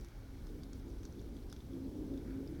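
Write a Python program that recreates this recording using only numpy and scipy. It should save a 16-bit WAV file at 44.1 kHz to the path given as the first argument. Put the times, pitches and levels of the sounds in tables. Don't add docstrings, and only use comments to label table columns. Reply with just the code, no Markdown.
import sys
import numpy as np
from scipy import signal
from scipy.fft import rfft, irfft, next_fast_len
from scipy.io import wavfile
from scipy.ndimage import uniform_filter1d, map_coordinates

SR = 44100
rng = np.random.default_rng(int(sys.argv[2]) if len(sys.argv) > 2 else 0)


def convert_level_to_amplitude(level_db):
    exponent = np.asarray(level_db, float) / 20
    return 10 ** exponent


def wav_record(signal):
    frames = np.transpose(np.atleast_2d(signal))
    bounded = np.clip(frames, -1, 1)
    quanta = np.round(bounded * 32767).astype(np.int16)
    wavfile.write(sys.argv[1], SR, quanta)


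N = 114660


def unit(x):
    return x / np.sqrt(np.mean(x ** 2) + 1e-20)


def colour(points):
    f, db = np.transpose(points)
    return lambda hz: convert_level_to_amplitude(np.interp(np.log(hz + 1), np.log(f + 1), db))


def resonances(rows):
    def response(f):
        total = 0
        for k, (centre, width, db) in enumerate(rows):
            damping = 1j * f * width
            total = total + (-1) ** k * convert_level_to_amplitude(db) * damping / (centre ** 2 - f ** 2 + damping)
        return total
    return response


def curve(rows):
    s, value = np.transpose(rows)
    return np.interp(np.arange(N) / SR, s, value)


def filtered(x, response):
    m = next_fast_len(len(x) + SR // 4)
    spectrum = rfft(x, m) * response(np.fft.rfftfreq(m, 1 / SR))
    return irfft(spectrum, m)[:len(x)]


def rush(response, patchy_db):
    z = signal.stft(rng.standard_normal(N), nperseg=512)[2]
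    patches = uniform_filter1d(rng.standard_normal(z.shape), 6, 0)
    patches = unit(uniform_filter1d(patches, 10, 1))
    noise = signal.istft(z * convert_level_to_amplitude(patchy_db * patches), nperseg=512)[1][:N]
    return unit(filtered(noise, response))


def wobble(rate):
    return map_coordinates(rng.standard_normal(400), [np.arange(N) * rate / SR])


def unsteady_tone(rows):
    s, hz, db = np.transpose(rows)
    pitch = curve(np.c_[s, hz]) * (1 + 0.006 * wobble(25.09))
    phase = 2 * np.pi * np.cumsum(pitch) / SR
    octave = convert_level_to_amplitude(-24 + 2.8 * wobble(14)) * np.sin(2 * phase)
    level_db = curve(np.c_[s, db]) + 1.2 * wobble(11.0) - 4.0
    return np.sqrt(2) * convert_level_to_amplitude(level_db) * (np.sin(phase) + octave)


def ticks(s, hz, db, cycles):
    k = np.arange(256)
    turns = hz[:, None] * k / SR
    fade = np.exp(-turns / cycles) * (1 - np.exp(-turns))
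    grains = convert_level_to_amplitude(db)[:, None] * np.sin(2 * np.pi * turns) * fade
    start = np.clip(s * SR, 0, N).astype(int)
    return np.bincount((start[:, None] + k).ravel(), grains.ravel(), N + len(k))[:N]


# f/Hz, level/dB
HISS_COLOUR = [(300, 0), (5000, -5), (8500, 1.5), (13000, 3), (17000, -2)]


def microphone_hiss():
    return convert_level_to_amplitude(-79) * unit(filtered(rng.standard_normal(N), colour(HISS_COLOUR)))


# t/s, level/dB
DRAUGHT_LEVEL = [(0.0, -46), (0.11, -53.5), (0.19, -49.5), (0.28, -52), (0.51, -47.5), (0.74, -51.5),
                 (0.77, -45.5), (0.84, -53), (0.9, -49), (1.08, -50.5), (1.27, -49), (1.33, -52),
                 (1.36, -47.5), (1.47, -50.5), (1.66, -49), (1.69, -49.5), (1.91, -48.5), (2.6, -49)]
# f/Hz, level/dB (per Hz)
RUMBLE_COLOUR = [(12, -20), (25, -4.5), (42, 1), (70, -3), (130, -10.5), (300, -37), (600, -50.5)]


def draught():
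    return convert_level_to_amplitude(curve(DRAUGHT_LEVEL)) * rush(colour(RUMBLE_COLOUR), patchy_db=-0.56)


# t/s, f/Hz, level/dB
AIR_THROB = [(0.0, 33.5, -49), (0.09, 33.8, -70), (0.14, 33.4, -51), (0.25, 39.3, -57), (0.32, 39.7, -53),
             (0.4, 38.2, -60), (0.45, 37.9, -40), (0.69, 38.07, -54), (0.83, 49.5, -59), (0.93, 50.76, -41),
             (1.04, 59.93, -67), (1.38, 54.2, -50), (1.56, 54.33, -70), (1.97, 46.43, -51),
             (2.19, 46.18, -48), (2.32, 50.8, -43.5), (2.46, 43.73, -52), (2.6, 43.9, -42)]


def throb():
    return unsteady_tone(AIR_THROB)


# f/Hz, level/dB (per Hz)
SIZZLE_COLOUR = [(800, -0.5), (1200, -6.5), (1950, -15), (2800, -14.5), (3400, -11.5), (6000, -14),
                 (7500, -27), (11000, -77)]


def sizzle():
    return convert_level_to_amplitude(-66) * rush(colour(SIZZLE_COLOUR), patchy_db=0.9)


# t/s, level/dB
STEAM_LEVEL = [
    (0, -71),
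    (.2, -70.5),
    (.35, -72.5),
    (1.4, -75),
    (2, -78.5),
    (2.15, -73),
    (2.3, -66.5),
    (2.45, -72),
    (2.6, -68),
]
# f/Hz, width/Hz, level/dB
SPLIT_WOOD = [
    (1480, 240, 0),
    (2280, 240, -3),
]


def steam_jet():
    return convert_level_to_amplitude(curve(STEAM_LEVEL) - 2) * rush(resonances(SPLIT_WOOD), patchy_db=0.9)


# t/s, spread/s, f/Hz, level/dB
SAP_POCKETS = [
    (1.04, .035, 5900, -69),
    (1.13, .07, 5900, -72),
    (1.54, .03, 5400, -70),
    (.49, .02, 5200, -74),
    (.65, .02, 4000, -74),
    (.02, .03, 5600, -74),
]


def fizz(count=45):
    out = np.zeros(N)
    for s, spread, hz, db in SAP_POCKETS:
        when, detune, size = rng.standard_normal((3, count))
        out += ticks(s + spread * when, hz * (1 + 0.035 * detune), db - 3.5 + 2.5 * size, cycles=11.0)
    return out


def crackle(count=260):
    when = rng.random(count) * N / SR
    hz = 4600 * np.exp(0.3 * rng.standard_normal(count))
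    size = np.minimum(rng.exponential(size=count), 2)
    return ticks(when, hz, -75 + 5 * size, cycles=2)


# t/s, level/dB
FLAME_LEVEL = [(0.0, -50), (0.12, -65), (0.59, -48.5), (0.62, -53.5), (1.29, -50.5), (1.32, -51),
               (1.66, -56), (1.77, -45), (1.83, -50), (1.85, -44), (1.93, -46), (2.14, -44.5),
               (2.22, -47.5), (2.45, -47.5), (2.49, -47), (2.6, -47)]
# f/Hz, width/Hz, level/dB
LOG_GAPS = [(168.7, 18, -8.5), (237.4, 51, -6), (275, 17, -6.5), (299.5, 9.9, -11.5), (343.2, 11.7, -2.5),
            (402.5, 14, -8), (536, 55, -19), (640, 12, -28.5)]
# f/Hz, level/dB (per Hz)
ROAR_COLOUR = [(60, -21), (110, -2.5), (200, -1), (300, -0.5), (450, -5.5), (600, -19.5), (900, -29),
               (1500, -90)]


def flames():
    in_gaps = rush(resonances(LOG_GAPS), patchy_db=0.5)
    in_open = convert_level_to_amplitude(-0.5) * rush(colour(ROAR_COLOUR), patchy_db=1.0)
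    return convert_level_to_amplitude(curve(FLAME_LEVEL) - 4) * (in_gaps + in_open)


# t/s, f/Hz, level/dB
LARGEST_GAP = [(0, 265.6, -81), (.36, 267.4, -54), (.44, 268.6, -67), (.7, 267, -53), (.93, 268.3, -53),
               (1.0, 270, -67), (1.36, 276.5, -53.5), (1.64, 268.3, -74), (1.74, 263.8, -48),
               (1.86, 269.5, -39.5), (1.92, 268.4, -58), (2.07, 271, -50.5), (2.11, 272.9, -37.5),
               (2.17, 273.5, -41.5), (2.21, 269.8, -64), (2.31, 265, -42.5), (2.46, 271.4, -43),
               (2.51, 272.1, -64.5)]
# t/s, f/Hz, level/dB
NEXT_GAP = [(0, 314, -62), (.05, 308, -72), (.57, 296, -55.5), (.7, 297.3, -63.5), (1.3, 293.3, -58),
            (1.5, 297.2, -68.5), (1.9, 300, -58), (1.95, 300.5, -44), (2.02, 303.7, -41), (2.07, 300, -55),
            (2.45, 298, -55.5), (2.53, 299.6, -47), (2.6, 302, -54)]


def singing_gaps():
    return unsteady_tone(LARGEST_GAP) + unsteady_tone(NEXT_GAP)


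TICK_LEVELS = [-8.5, 7, -2.5, 0.5]
# f/Hz, level/dB
SNAP_COLOUR = [(500, -11), (1500, 13), (2700, -25), (3500, -11), (6200, 5), (8000, -1.5), (12500, -11),
               (16000, -37)]
# f/Hz, level/dB
ANSWER_COLOUR = [(1500, -20), (3400, 0), (6000, 0), (8000, -20), (12000, -40)]


def one_pop(hz, snap_db, log_hz):
    t = np.arange(SR // 12) / SR
    late, size, cell_off, log_off = rng.standard_normal((4, 4, 1))
    tick_gap, tick_rise, ring_t60, snap_t60 = 0.0007, 0.0002, 0.0055, 0.004
    detune = 0.012
    start = tick_gap * (np.arange(4)[:, None] + 0.37 * late)
    age = np.maximum(t - start, 0)
    strength = convert_level_to_amplitude(4.6 * size + np.array(TICK_LEVELS)[:, None])
    life = (1 - np.exp(-age / tick_rise)) * strength

    tone = np.sin(2 * np.pi * hz * (1 + detune * cell_off) * t)
    for f in log_hz:
        tone = tone + convert_level_to_amplitude(-4.5) * np.sin(2 * np.pi * f * (1 + detune * log_off) * t)
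    ring = (life * convert_level_to_amplitude(-60 * age / ring_t60) * tone).sum(0)

    crack = unit(filtered(rng.standard_normal(len(t)), colour(SNAP_COLOUR)))
    snap = (life * convert_level_to_amplitude(-60 * age / snap_t60)).sum(0) * crack
    blow = ring + convert_level_to_amplitude(snap_db - 3) * snap

    echo = unit(filtered(rng.standard_normal(len(t)), colour(ANSWER_COLOUR)))
    answer = convert_level_to_amplitude(-17.5 - 60 * t / 0.077) * (1 - np.exp(-t / 0.0021)) * echo
    return blow / abs(blow).max() + answer


# t/s, peak level/dB, ring f/Hz, snap over ring level/dB, log ring
# f/Hz
LOG_SHAKING_POPS = [(.0455, -46, 5850, 8, 4320), (.468, -51, 5790, 1, 4060), (.6335, -47, 4690, -6, 3550),
                    (.7309, -48, 6600, 0, 4420), (1.032, -47.5, 6200, 0, 3380), (1.0513, -44.5, 6230, -4, 5600),
                    (1.1935, -51, 3520, -12, 4600), (1.4984, -50, 5350, 3, 9150), (1.5257, -44, 6080, 0, 6960),
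                    (1.5635, -49.5, 3490, -8, 5960), (2.1374, -55, 3610, -8, 5160),
                    (2.307, -52, 1532, -17, 2302), (1.5145, -53, 5080, -17, 4570), (0.639, -54, 8900, 1, 6880),
                    (2.4746, -52.5, 4850, -8, 5440), (1.3656, -53.5, 3300, -5, 4670),
                    (1.533, -63, 5050, -11, 6200)]
# t/s, peak level/dB, ring f/Hz, snap over ring level/dB
SINGLE_POPS = [(0.0105, -50.5, 5070, 7), (0.085, -53, 3220, 13), (0.4902, -56.5, 3620, -17),
               (0.62, -61, 4580, -9), (0.797, -56, 5100, -2), (0.881, -61, 6950, -9),
               (0.899, -60, 6100, -8), (1.007, -61, 6040, -9), (1.1242, -53, 5840, -3),
               (1.2146, -53.5, 6070, 4), (1.6046, -52, 3500, -12), (1.7332, -57, 3356, -12),
               (1.9754, -59, 5900, -7), (2.0011, -67, 3200, 4), (2.1753, -50, 3600, -3.5),
               (2.547, -56, 3224, 4)]
AFTERSHOCKS = [(1.5255, -51, 1400, -10, 2400), (1.5258, -47, 3520, -12, 5000),
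               (1.5635, -58, 2400, -8, 5000), (1.0518, -50, 4500, -12, 3750),
               (1.5256, -51, 8700, -4, 10500), (1.5256, -53, 12400, -4, 11500),
               (1.0514, -55, 7400, -8, 11300), (.7312, -51, 5500, -8, 7500), (1.4988, -57, 8300, -4, 10400),
               (.7505, -58, 5700, -10, 4600), (.759, -59, 4500, -8, 5900), (.655, -59, 3500, -12, 4900),
               (.903, -58, 5700, -10, 5200), (1.0595, -57, 5800, -10, 6300), (1.0335, -61, 11200, -8, 9000),
               (1.388, -59, 3500, -8, 3000), (1.425, -59, 4300, -8, 4600), (1.5015, -57, 3700, -8, 5300)]


def pops():
    out = np.zeros(N + SR)
    for s, db, hz, snap_db, *log_hz in LOG_SHAKING_POPS + SINGLE_POPS + AFTERSHOCKS:
        pop = convert_level_to_amplitude(db - 1) * one_pop(hz, snap_db, log_hz)
        start = round(s * SR)
        out[start:start + len(pop)] += pop
    return out[:N]


def scene():
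    air = draught() + throb()
    sap = sizzle() + steam_jet() + fizz()
    fire = flames() + singing_gaps()
    wood = crackle() + pops()
    return (air + sap + fire + wood)[None]


def band_limit(x):
    return signal.sosfilt(signal.butter(12, 17130, fs=SR, output="sos"), x)


def record(dry):
    heard = dry[0] + microphone_hiss()
    mix = filtered(heard, lambda hz: hz < 17180)[None]
    return band_limit(mix)


dry = scene()
out = record(dry)
wav_record(out)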